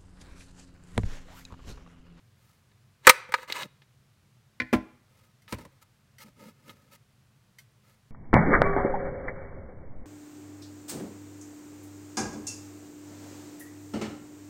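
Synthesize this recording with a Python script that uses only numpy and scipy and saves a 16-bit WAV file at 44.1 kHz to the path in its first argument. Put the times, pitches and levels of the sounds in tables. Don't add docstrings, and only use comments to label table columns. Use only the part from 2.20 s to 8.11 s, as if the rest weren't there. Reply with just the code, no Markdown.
import sys
import numpy as np
from scipy import signal
from scipy.fft import rfft, irfft, next_fast_len
from scipy.io import wavfile
from scipy.ndimage import map_coordinates

SR = 44100
rng = np.random.default_rng(int(sys.argv[2]) if len(sys.argv) > 2 else 0)


def wrap_up_sound(samples):
    columns = np.atleast_2d(samples).T
    tamed = np.clip(columns, -1, 1)
    steps = np.round(tamed * 32767).astype(np.int16)
    wavfile.write(sys.argv[1], SR, steps)


N = 260565
TIME = np.arange(N) / SR
AGE = np.arange(SR // 2) / SR
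ONSET = SR // 100


def amp(db):
    return 10 ** (np.asarray(db) / 20)


def unit(x, size=None):
    return x / np.sqrt(np.mean(x[:size] ** 2) + 1e-20)


def along(points, hz):
    f, values = np.transpose(points)
    return np.interp(np.log(hz + 1), np.log(f), values)


def octaves(hz):
    return np.log2(np.maximum(hz, 100) / 1000)


def dying(t, t60):
    return np.exp(-np.log(1000) * t / np.maximum(t60, 0.003))


def add(track, s, sound):
    part = track[max(round(s * SR), 0):][:len(sound)]
    part += sound[:len(part)]


def coloured(x, spectrum, tilt_db=0):
    size = next_fast_len(len(x) + 4096)
    hz = np.fft.rfftfreq(size, 1 / SR)
    gain = amp(along(spectrum, hz) + tilt_db * octaves(hz))
    return unit(irfft(rfft(x, size) * gain, size)[:len(x)])


def ring(modes, rise, tilt_db=0, scatter_db=1):
    hz, db, t60 = np.transpose(modes)[:, :, None]
    level = db + tilt_db * octaves(hz) + scatter_db * rng.standard_normal(hz.shape)
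    sign = (-1.0) ** np.arange(len(hz))[:, None]
    waves = sign * amp(level) * dying(AGE, t60) * np.sin(2 * np.pi * hz * AGE)
    return unit(waves.sum(0) * (1 - np.exp(-AGE / rise)), ONSET)


def burst(spectrum, t60, rise, tilt_db=0):
    noise = coloured(rng.standard_normal(len(AGE)), spectrum, tilt_db)
    return unit(noise * dying(AGE, t60) * (1 - np.exp(-AGE / rise)), ONSET)


def slips(size, rate, grain_db, catch_db, catch_rate=110):
    hiss, strength, knots = rng.standard_normal((3, size))
    grains = unit(strength * (rng.random(size) < rate / SR))
    catching = map_coordinates(knots, [np.arange(size) * catch_rate / SR], mode="nearest")
    return (hiss + amp(grain_db) * grains) * amp(catch_db * catching)


# f/Hz, level/dB
AIR_SPECTRUM = [(15, -40.5), (25, -10), (48, -9), (74, -12.5), (91, -3), (137, 2.5), (165, -11.5),
                (194, -7.5), (261, -19.5), (928, -25), (1030, -24), (1220, -23.5), (4940, -30.5),
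                (8940, -34.5), (15800, -40)]
def room_tone():
    return coloured(rng.standard_normal(N), AIR_SPECTRUM)


# t/s, length/s, level/dB,
# pressure/dB (drone over scrape)
STROKES = [(0.141, 0.29, -67.5, -22.5), (1.416, 0.058, -56.5, 14.5), (2.861, 0.28, -67, -4),
           (3.275, 0.091, -50.5, -13), (3.35, 0.12, -58.5, 10), (3.48, 0.12, -73, 3),
           (3.61, 0.03, -57, -19), (3.987, 0.058, -48.5, -15), (4.017, 0.098, -60, 9),
           (4.156, 0.18, -55, 6), (4.279, 0.51, -68, 7), (4.455, 0.077, -52.5, 2),
           (4.708, 0.06, -52.5, -11.5), (5.62, .16, -66.5, -4)]
# f/Hz, level/dB
MAT_SCRAPE = [(100, -18), (300, -32), (540, 10), (740, -18), (900, 5), (1090, -17), (1280, 10),
              (1550, -5.5), (2100, -1), (3100, -6.5), (5000, -8), (10000, -14.5), (16000, -16)]
MAT_DRONE = [(40, -51), (130, -5.5), (230, 2), (350, -17.5), (550, -16), (800, -37), (3000, -49)]
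def fingers():
    out = np.zeros(N)
    for s, length, db, pressure_db in STROKES:
        stroke = np.sin(np.pi * np.minimum(AGE / length, 1))
        friction = slips(len(AGE), rate=2200, grain_db=1.5, catch_db=2.5)
        scrape = coloured(friction, MAT_SCRAPE, tilt_db=2.03 - 0.078 * pressure_db)
        drone = coloured(rng.standard_normal(len(AGE)), MAT_DRONE)
        add(out, s, amp(db) * stroke * (scrape + amp(pressure_db) * drone))
    return out


# t/s, level/dB, tilt/(dB per octave), t60/s
EDGE_FLICKS = [(0.515, -67.5, -8.5, 0.034), (0.8492, -43.5, -7, .06), (0.8906, -17, 3.5, 0.063),
               (1.300, -37, -8, 0.036), (1.3234, -27.5, -0.5, 0.022), (1.432, -36.5, -3.5, 0.012),
               (1.619, -58.5, -6, .06), (3.279, -51, -6.5, 0.094), (4.494, -47.5, -7, 0.058)]
# f/Hz, level/dB
EDGE_SPECTRUM = [(40, -47.5), (200, -23), (900, -18), (2000, 0), (4000, 4.5), (5500, -2.5), (8000, -14.5),
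                 (16000, -19)]
def flicks():
    out = np.zeros(N)
    for s, db, tilt_db, t60 in EDGE_FLICKS:
        add(out, s, amp(db) * burst(EDGE_SPECTRUM, t60, rise=0.0001, tilt_db=tilt_db))
    return out


# t/s, length/s, level/dB
CARD_SLIDES = [(1.142, 0.098, -51), (1.273, 0.052, -44), (1.335, 0.091, -36.5)]
# f/Hz, level/dB
CARD_RASP = [(60, -27.5), (220, -7), (500, -2.5), (740, -10.5), (1000, 0), (2200, -2), (2950, -2),
             (3200, -10), (3800, -1.5), (5200, -13.5), (6200, -10.5), (9000, -14), (10600, -22.5),
             (13500, -17), (16000, -20)]
def card(swell_db=-38.5, swell_db_per_s=800.5, attack_s=0.017):
    to_snap = PUNCH_CONTACTS[0][0] - TIME
    level = amp(swell_db - swell_db_per_s * np.abs(to_snap)) * (to_snap > 0)
    for s, length, db in CARD_SLIDES:
        attack = np.minimum(AGE / attack_s, 1)
        release = dying(np.maximum(AGE - length, 0), t60=0.08)
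        add(level, s, amp(db) * attack * release)
    return level * coloured(slips(N, rate=2100, grain_db=-0.5, catch_db=1.5), CARD_RASP)


# t/s, level/dB, tilt/(dB per octave), crack/dB over level
PUNCH_CONTACTS = [(0.8692, -11, -1, 1.5), (.8745, -9.5, -5.5, -7), (.8942, -9.5, 6, 3),
                  (1.091, -46.5, -17, -18), (1.121, -39.5, -1, -3), (1.1392, -22, 3, -24),
                  (1.184, -45.5, -7, -26.5), (1.229, -48, -5.5, -6)]
# f/Hz, level/dB, t60/s
CASING_MODES = [(514, -11.5, 0.1), (960, -8.5, .04), (1224, -6, .045), (1295, -3, .045), (1502, -4, .05),
                (1660, -2.5, .03), (1880, -4.5, .04), (2018, -0.5, 0.026), (2320, -3, .04),
                (2900, -16, .03), (4170, -20, .05), (4780, -21, .035), (8800, -26, .018)]
# f/Hz, level/dB
CLATTER_SPECTRUM = [(40, -39.5), (200, -13), (480, -9), (720, -16), (950, -2.5), (2100, 0), (2900, -8.5),
                    (4500, -17), (7000, -23), (16000, -39)]
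CRACK_SPECTRUM = [(100, -21.5), (700, -8.5), (2300, -2), (4600, -1.5), (6800, -4.5), (9000, -0.5),
                  (10300, -7), (16000, -7)]
THUD_SPECTRUM = [(40, -18), (150, -2.5), (220, 4.5), (320, -0.5), (410, -10.5), (520, 1), (720, -19),
                 (1000, -6.5), (2000, -51.5), (6000, -38.5)]
def punch(rattle_db=-1, jolt_db=-22):
    casing, noises = np.zeros((2, N))
    for s, db, tilt_db, crack_db in PUNCH_CONTACTS:
        add(casing, s, amp(db) * ring(CASING_MODES, rise=0.0014, tilt_db=tilt_db))
        rattle = burst(CLATTER_SPECTRUM, t60=0.038, rise=0.0012, tilt_db=0.4 * tilt_db)
        add(noises, s, amp(db + rattle_db) * rattle)
        add(noises, s, amp(db + crack_db) * burst(CRACK_SPECTRUM, t60=0.036, rise=0.0003))
    jolt = burst(THUD_SPECTRUM, t60=0.06, rise=0.0013, tilt_db=-3)
    add(noises, PUNCH_CONTACTS[0][0], amp(jolt_db) * jolt)
    return casing + desk(noises)


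# f/Hz, level/dB, t60/s
BOARD_MODES = [(205, -5, 0.19), (248.5, 6.5, 0.17), (318.3, 0, 0.23), (343, -9, 0.12), (488, -3.5, .16),
               (604, -12.5, 0.11), (615, -8.5, .17), (730, -9.5, 0.16), (845, -20, 0.35),
               (1029, -6.5, 0.16), (1369, -8.5, .09)]
FRAME_MODES = [(52, -18, 0.2), (87.4, -9, 0.14), (124, -13, 0.14)]
def knock(board_db, frame_db, thud_db, clatter_db, crack_db, rise=0.0005, frame_lag_s=0.011):
    out = amp(board_db) * ring(BOARD_MODES, rise=0.00029)
    out += amp(thud_db) * burst(THUD_SPECTRUM, t60=0.079, rise=0.0021)
    out += amp(clatter_db) * burst(CLATTER_SPECTRUM, t60=0.1, rise=rise)
    out += amp(crack_db) * burst(CRACK_SPECTRUM, t60=0.038, rise=rise, tilt_db=-3)
    add(out, frame_lag_s, amp(frame_db) * ring(FRAME_MODES, rise=0.0024))
    return out


# t/s, board/dB, thud/dB, plate/dB
PUNCH_LANDINGS = [(2.4003, -35.5, -48, -24), (2.417, -49, -51, -34.5), (2.5282, -24.5, -24.5, -48),
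                  (2.5333, -19.5, -23.5, -28.5)]
# f/Hz, level/dB, t60/s
PLATE_MODES = [(1041, -12, .11), (1486, -0.5, 0.025), (1738, -9.5, .08), (1868, -16, 0.19),
               (2053, 5, 0.027), (2314, -0.5, .033), (2395, 0, 0.033)]
def punch_set_down(steel_db=-11):
    out = np.zeros(N)
    for s, board_db, thud_db, plate_db in PUNCH_LANDINGS:
        add(out, s, knock(board_db, frame_db=board_db - 11, thud_db=thud_db,
                          clatter_db=thud_db - 6.5, crack_db=thud_db - 19))
        plate = ring(PLATE_MODES, rise=0.0011)
        steel_edge = burst(EDGE_SPECTRUM, t60=0.042, rise=0.0004, tilt_db=-6)
        add(out, s, amp(plate_db) * (plate + amp(steel_db) * steel_edge))
    return out


# t/s, level/dB
PLASTIC_TOUCHES = [(3.219, -66), (3.983, -54), (4.003, -56), (5.385, -51)]
# f/Hz, level/dB, t60/s
PLASTIC_MODES = [(1540, 0, 0.12), (1740, -6, 0.054), (1940, 13.5, 0.032), (2130, 8, 0.071), (3090, 5, 0.07),
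                 (4310, 2, 0.096), (4800, 1.5, 0.082), (5870, 5, 0.089), (7300, -11, .035),
                 (11420, 5, 0.08), (11800, -4, 0.06)]
def plastic_ticks(crack_db=-4):
    out = np.zeros(N)
    for s, db in PLASTIC_TOUCHES:
        body = ring(PLASTIC_MODES, rise=0.0022)
        crack = burst(CRACK_SPECTRUM, t60=0.13, rise=0.00033, tilt_db=0.5)
        add(out, s, amp(db) * (body + amp(crack_db) * crack))
    return out


# t/s, level/dB
OBJECT_TAPS = [(3.3236, -31), (3.384, -47.5), (3.45, -50.5)]
def light_object():
    out = np.zeros(N)
    for s, db in OBJECT_TAPS:
        tap = knock(board_db=-14.5, frame_db=-7.5, thud_db=0.5, clatter_db=-10, crack_db=-6.5, rise=0.001)
        add(out, s, amp(db) * tap)
    return out


# f/Hz, width/Hz, level/dB
DESK_RESONANCES = [(597.9, 70, 5.5), (970, 150, 5.5), (1240, 28, 1.5), (1740, 70, 3), (2090, 97, -1.5),
                   (2660, 70, -4), (3830, 43, -2), (4420, 44, -4)]
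def desk(x, echo_s=0.0024, echo_db=-11):
    size = next_fast_len(N + SR // 2)
    f = np.fft.rfftfreq(size, 1 / SR)
    body = 1 + sum(amp(db) * 1j * f * width / (hz * hz - f * f + 1j * f * width)
                   for hz, width, db in DESK_RESONANCES)
    bounce = 1 + amp(echo_db) * np.exp(-2j * np.pi * f * echo_s)
    return amp(-2.5) * irfft(rfft(x, size) * body * bounce, size)[:N]


# f/Hz, t60/s
ROOM_DECAY = [(100, .35), (300, .45), (1500, .58), (5000, 0.48), (9000, 0.29), (15000, 0.22)]
def room(x, build_s=0.016):
    hz, t, noise = signal.stft(rng.standard_normal(SR), SR, nperseg=256)
    fade = dying(t, along(ROOM_DECAY, hz)[:, None]) * (1 - np.exp(-t / build_s))
    tail = signal.istft(noise * fade, SR, nperseg=256)[1]
    return signal.fftconvolve(x, tail / np.linalg.norm(tail))[:N]


def scene():
    near = punch() + desk(flicks() + card() + fingers())
    aside = punch_set_down() + light_object() + plastic_ticks()
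    air = amp(-63) * room_tone()
    walls = room(amp(-30.5) * near + amp(-23.5) * aside)
    return (near + aside + walls + air)[None]


def record(dry, hardness=8, low_cut_hz=44, top_hz=15950):
    thinned = signal.sosfilt(signal.butter(2, low_cut_hz, "highpass", fs=SR, output="sos"), dry)
    clipped = thinned / (1 + np.abs(thinned) ** hardness) ** (1 / hardness)
    low_pass = signal.firwin(181, top_hz, fs=SR)
    return signal.fftconvolve(clipped, low_pass[None], mode="same")


dry = scene()
out = record(dry)
wrap_up_sound(out)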